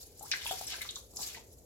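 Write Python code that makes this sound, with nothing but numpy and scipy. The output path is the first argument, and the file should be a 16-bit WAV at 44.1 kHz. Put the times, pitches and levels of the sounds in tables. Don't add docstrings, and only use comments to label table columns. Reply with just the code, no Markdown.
import sys
import numpy as np
from scipy import signal
from scipy.fft import rfft, irfft
from scipy.io import wavfile

SR = 44100
rng = np.random.default_rng(int(sys.argv[2]) if len(sys.argv) > 2 else 0)


def to_wav(s):
    ch = np.atleast_2d(s).T
    pcm = np.round(np.clip(ch, -1, 1) * 32767)
    wavfile.write(sys.argv[1], SR, pcm.astype(np.int16))


N = 72765


# start_s, pitch_hz, level_db, t60_s
WATER_SMACKS = [(0.1949, 7340, -21.5, 0.0015), (0.3153, 5500, -3.5, 0.0017), (0.3366, 1660, -21, 0.017),
                (0.4643, 3250, -20, 0.0055), (0.511, 1370, -26.5, 0.0041), (.668, 7860, -23, 0.0037),
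                (.704, 3200, -17.5, 0.0016), (.909, 6800, -12.5, 0.00099), (0.9584, 6630, -13.5, 0.0014)]
# start_s, pitch_hz, level_db, t60_s
SKIN_PEELS = [(1.1692, 7110, -15.5, 0.0023), (1.1715, 5320, -23.5, 0.0053), (1.2308, 4700, -15.5, 0.0022)]

def smacks(table):
    out = np.zeros(N)
    for start_s, hz, db, t60_s in table:
        add(out, start_s, amp(db) * resonance(hz, t60_s, attack_s=0.00026))
    return out


# start_s, centre_hz, width_octaves, level_db
SPLATS = [(0.2252, 11300, 0.47, -43), (0.315, 2380, 0.42, -31), (.3208, 4070, 0.27, -30.5),
          (.3368, 1960, 0.11, -29), (.449, 11300, .5, -43), (0.5095, 12300, 0.83, -40.5),
          (0.611, 8900, 1, -42.5), (0.672, 5500, 0.11, -38), (0.8154, 9150, 1, -40),
          (.889, 3470, 0.28, -38), (0.9574, 3820, 0.18, -39), (.964, 1110, 0.41, -51.5),
          (1.1692, 6200, 0.26, -49), (1.233, 4600, .2, -47), (1.346, 1990, 0.16, -45.5),
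          (1.371, 897, 0.13, -49)]

def splats(drops_per_s=18000, spread_db=7, attack_s=0.00089, t60_s=0.049):
    out, hz, t = np.zeros(N), np.fft.rfftfreq(N, 1 / SR), np.arange(N) / SR
    fade = np.minimum(t / attack_s, 1) * decay(t, t60_s)
    for start_s, centre_hz, octaves, db in SPLATS:
        signs = np.sign(rng.standard_normal(N))
        sizes = amp(spread_db * np.minimum(rng.exponential(size=N), np.e))
        clicks = signs * sizes * (rng.random(N) < drops_per_s / SR)
        band = np.exp(-.5 * (np.log2((hz + 1) / centre_hz) / octaves) ** 2)
        add(out, start_s, amp(db) * fade * unit(irfft(rfft(clicks) * band, N)))
    return out


# start_s, pitch_hz, level_db
BUBBLES = [(0.316, 2488, -24), (0.465, 2640, -31), (.492, 3290, -28), (0.5103, 3470, -28.5),
           (.742, 1590, -35.5), (.810, 2030, -33.5), (.816, 2160, -33.5), (.817, 3810, -29),
           (0.85, 1194, -43)]

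def bubbles(attack_s=0.00016, rise_per_s=0.49):
    satellite_db, scatter_octaves, within_s = -7.5, 0.38, 0.013
    out = np.zeros(N)
    for start_s, hz, db in BUBBLES:
        t60_s = 0.035 * (920 / hz) ** 0.92
        add(out, start_s, amp(db) * resonance(hz, t60_s, attack_s, rise_per_s))
        for late, pitch in rng.random((4, 2)):
            satellite_hz = hz * 2 ** (scatter_octaves * (2 * pitch - 1))
            ring = resonance(satellite_hz, 0.43 * t60_s, attack_s, rise_per_s)
            add(out, start_s + late * within_s, amp(db + satellite_db) * ring)
    return out


# start_s, pitch_hz, level_db, t60_s
PLOPS = [(.4578, 948, -34, 0.031), (.5102, 745.5, -29, .06), (.6118, 773, -34, 0.027)]

def plops(attack_s=0.00015, bowl_db=-6.5):
    pockets = np.zeros(N)
    for start_s, hz, db, t60_s in PLOPS:
        add(pockets, start_s, amp(db) * resonance(hz, t60_s, attack_s, rise_per_s=1.7))
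    bowl_mode = resonance(hz=762.3, t60_s=.35, attack_s=attack_s)
    bowl_ring = signal.fftconvolve(pockets, 2 * bowl_mode / abs(bowl_mode).sum())[:N]
    return pockets + amp(bowl_db) * bowl_ring


# time_s, level_db
SPATTER_ENVELOPE = [(.25, -75.5), (.31, -54.5), (.355, -52.5), (.46, -50.5), (.55, -53), (.65, -56.5),
                    (.735, -46), (.795, -56), (.822, -57.5), (.88, -57), (.94, -64), (1.17, -104),
                    (1.225, -52), (1.39, -57.5), (1.45, -100)]
# pitch_hz, relative_db
SPATTER_SPECTRUM = [(600, -10), (1000, -19), (1400, -13.5), (2000, -7.5), (3500, 3.5), (6500, 0.5)]

def spatter():
    rain = swarm(SPATTER_SPECTRUM, per_s=1000, cycles=8.6, spread_db=2.5, glide=0.2)
    return envelope(SPATTER_ENVELOPE) * rain


# start_s, length_s, level_db
SLOSHES = [(0.488, 0.09, -56), (0.749, 0.056, -55.5), (1.099, 0.18, -58), (1.338, 0.096, -62)]
# pitch_hz, relative_db
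SLOSH_SPECTRUM = [(200, -2), (550, -6.5), (1050, 4), (1400, -43)]

def slosh():
    swell = np.zeros(N)
    for start_s, length_s, db in SLOSHES:
        add(swell, start_s, amp(db) * np.hanning(round(length_s * SR)))
    gurgles = swarm(SLOSH_SPECTRUM, per_s=500, cycles=3.9, spread_db=2, glide=0.062)
    return swell * lowpass(gurgles, hz=1300, order=6)


# time_s, level_db
FIZZ_ENVELOPE = [(.02, -53.5), (.1, -67), (.17, -63.5), (.235, -55), (.3, -56.5), (.37, -52), (.435, -55),
                 (.458, -51), (.52, -47), (.59, -49), (.73, -53.5), (.88, -56), (.945, -61.5), (.965, -51),
                 (1.08, -68.5), (1.16, -54.5), (1.235, -43.5), (1.33, -53.5), (1.45, -70)]
# pitch_hz, relative_db
FIZZ_SPECTRUM = [(3500, -9), (4500, -2.5), (7300, 4), (8800, -8.5), (11000, 8), (16000, -7)]

def fizz():
    bursts = swarm(FIZZ_SPECTRUM, per_s=2300, cycles=27.0, spread_db=5.5, glide=0.017)
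    return envelope(FIZZ_ENVELOPE) * bursts / np.sqrt(2)


def squeak(start_s=.209, length_s=.066, start_hz=778, rise_octaves=1.6, db=-44.5, fade_db=-28):
    t, out = np.arange(0, length_s, 1 / SR), np.zeros(N)
    closure = t / length_s
    hz = start_hz * 2 ** (rise_octaves * closure ** 2.7)
    tone = np.sin(2 * np.pi * np.cumsum(hz) / SR)
    ramps = np.minimum(np.minimum(t, length_s - t) / 0.00089, 1)
    add(out, start_s, ramps * amp(db + fade_db * closure ** 2) * tone)
    roughness = 1 + 0.24 * wander(rate_hz=500)
    return out * roughness


def resonance(hz, t60_s, attack_s, rise_per_s=0):
    t = np.arange(0, t60_s + 2 * attack_s, 1 / SR)
    fade = decay(t, t60_s) * (1 - np.exp(-t / attack_s))
    return fade * np.sin(2 * np.pi * hz * (t + rise_per_s * t ** 2 / 2))


def swarm(spectrum, per_s, cycles, spread_db, glide):
    out, draws = np.zeros(N), np.random.default_rng(rng.integers(N))
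    low_hz, high_hz = spectrum[0][0], spectrum[-1][0]
    for when, pitch, strength, polarity in draws.random((int(per_s * N / SR), 4)):
        hz = low_hz * (high_hz / low_hz) ** pitch
        ring = resonance(hz, t60_s=cycles / hz, attack_s=1 / (4 * hz), rise_per_s=glide * hz / cycles)
        db = by_hz(spectrum, hz) + spread_db * min(-np.log(1 - strength), np.e)
        add(out, when * N / SR, np.sign(polarity - .5) * amp(db) * ring / np.linalg.norm(ring))
    return unit(out)


def sink_echoes(t, echoes_per_s=4000, first_s=.0012):
    taps = rng.choice([-1., 1.], (2, len(t))) * (rng.random((2, len(t))) < echoes_per_s / SR)
    echoes = taps * (t > first_s) * decay(t, t60_s=0.04)
    return echoes - lowpass(echoes, hz=840, order=1)


# frequency_hz, t60_s
KITCHEN_DECAY = [(1000, 0.33), (7000, 0.27), (15000, 0.15)]

def kitchen_tail(t, build_s=0.011):
    hz, frame_s, noise = signal.stft(rng.standard_normal((2, len(t))), SR, nperseg=256)
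    fade = decay(frame_s, by_hz(KITCHEN_DECAY, hz)[:, None])
    tail = signal.istft(noise * fade, SR)[1][:, :len(t)]
    return tail * np.minimum(t / build_s, 1)


def space(x, lag_s, left_db, echo_db):
    t = np.arange(SR // 2) / SR
    paths = [(1, sink_echoes(t)), (-5.5, kitchen_tail(t))]  # relative_db, impulse response
    response = sum(amp(db) * h / np.linalg.norm(h, axis=1, keepdims=True) for db, h in paths)
    echoes = signal.fftconvolve(x[None], response, axes=1)[:, :N]
    delay = np.exp(-2j * np.pi * np.fft.rfftfreq(N, 1 / SR) * lag_s)
    direct = np.array([x, irfft(rfft(x) * delay, N)])
    return (direct + amp(echo_db) * echoes) * lean_left(left_db)


# frequency_hz, relative_db
ROOM_SPECTRUM = [(20, -17), (38, -19.5), (58, 3.5), (105, -5.5), (190, -15.5), (300, -14.5), (450, -8.5),
                 (700, -18.5), (1200, -36), (5000, -42), (7000, -26), (9000, -40.5), (11500, -26),
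                 (16000, -39.5)]
# frequency_hz, correlation
ROOM_CORRELATION = [(70, 0.91), (500, 0.72), (4000, 0.153)]

def background(noise_db=-58, hum_hz=68.9, hum_db=-70.5):
    hz = np.fft.rfftfreq(N, 1 / SR)
    left, independent = rfft(rng.standard_normal((2, N)))
    correlation = by_hz(ROOM_CORRELATION, hz)
    right = correlation * left + np.sqrt(1 - correlation ** 2) * independent
    noise = irfft(np.array([left, right]) * amp(by_hz(ROOM_SPECTRUM, hz)), N)
    waver = 1 + 0.1 * wander(rate_hz=8.4)
    hum = waver * np.sin(2 * np.pi * hum_hz * np.arange(N) / SR)
    return (amp(noise_db) * unit(noise) + amp(hum_db) * unit(hum)) * lean_left(db=0.5)


def amp(db):
    return 10 ** (np.asarray(db) / 20)


def unit(x):
    return x / np.sqrt(np.mean(x ** 2) + 1e-20)


def decay(t, t60_s):
    return np.exp(-np.log(1000) * t / t60_s)


def by_hz(table, hz):
    knots_hz, values = np.transpose(table)
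    return np.interp(np.log(hz + 1), np.log(knots_hz), values)


def envelope(curve):
    return amp(np.interp(np.arange(N) / SR, *np.transpose(curve)))


def add(mix, start_s, sound):
    part = mix[max(round(start_s * SR), 0):][:len(sound)]
    part += sound[:len(part)]


def lean_left(db):
    return amp([[db], [-db]])


def wander(rate_hz):
    hz = np.fft.rfftfreq(N, 1 / SR)
    return unit(irfft(rfft(rng.standard_normal(N)) * np.exp(-(hz / rate_hz) ** 2), N))


def lowpass(x, hz, order):
    return signal.sosfilt(signal.butter(order, hz, fs=SR, output="sos"), x)


HAND_LAGS = [0.000137, .00003]

def scene(bowl_lag_s=0.000096, spurt_db=3):
    bubbling = space(bubbles() + spatter() + slosh(), bowl_lag_s, left_db=1.2, echo_db=1.0)
    plopping = space(plops() + squeak(), bowl_lag_s, left_db=1.2, echo_db=-1.5)
    smacking = space(smacks(WATER_SMACKS) + splats(), bowl_lag_s, left_db=1.1, echo_db=-0.5)
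    peeling = space(smacks(SKIN_PEELS), lag_s=.00003, left_db=1.5, echo_db=-3.5)
    spurts = amp(spurt_db * wander(rate_hz=38))
    fizzing = sum(space(spurts * fizz(), lag_s, left_db=0.6, echo_db=-0.5) for lag_s in HAND_LAGS)
    return smacking + bubbling + plopping + peeling + fizzing + background()


def record(dry, cutoff_hz=16100):
    kernel = signal.firwin(511, cutoff_hz, window=("kaiser", 9), fs=SR)
    return signal.oaconvolve(dry, kernel[None], "same")


dry = scene()
out = record(dry)
to_wav(out)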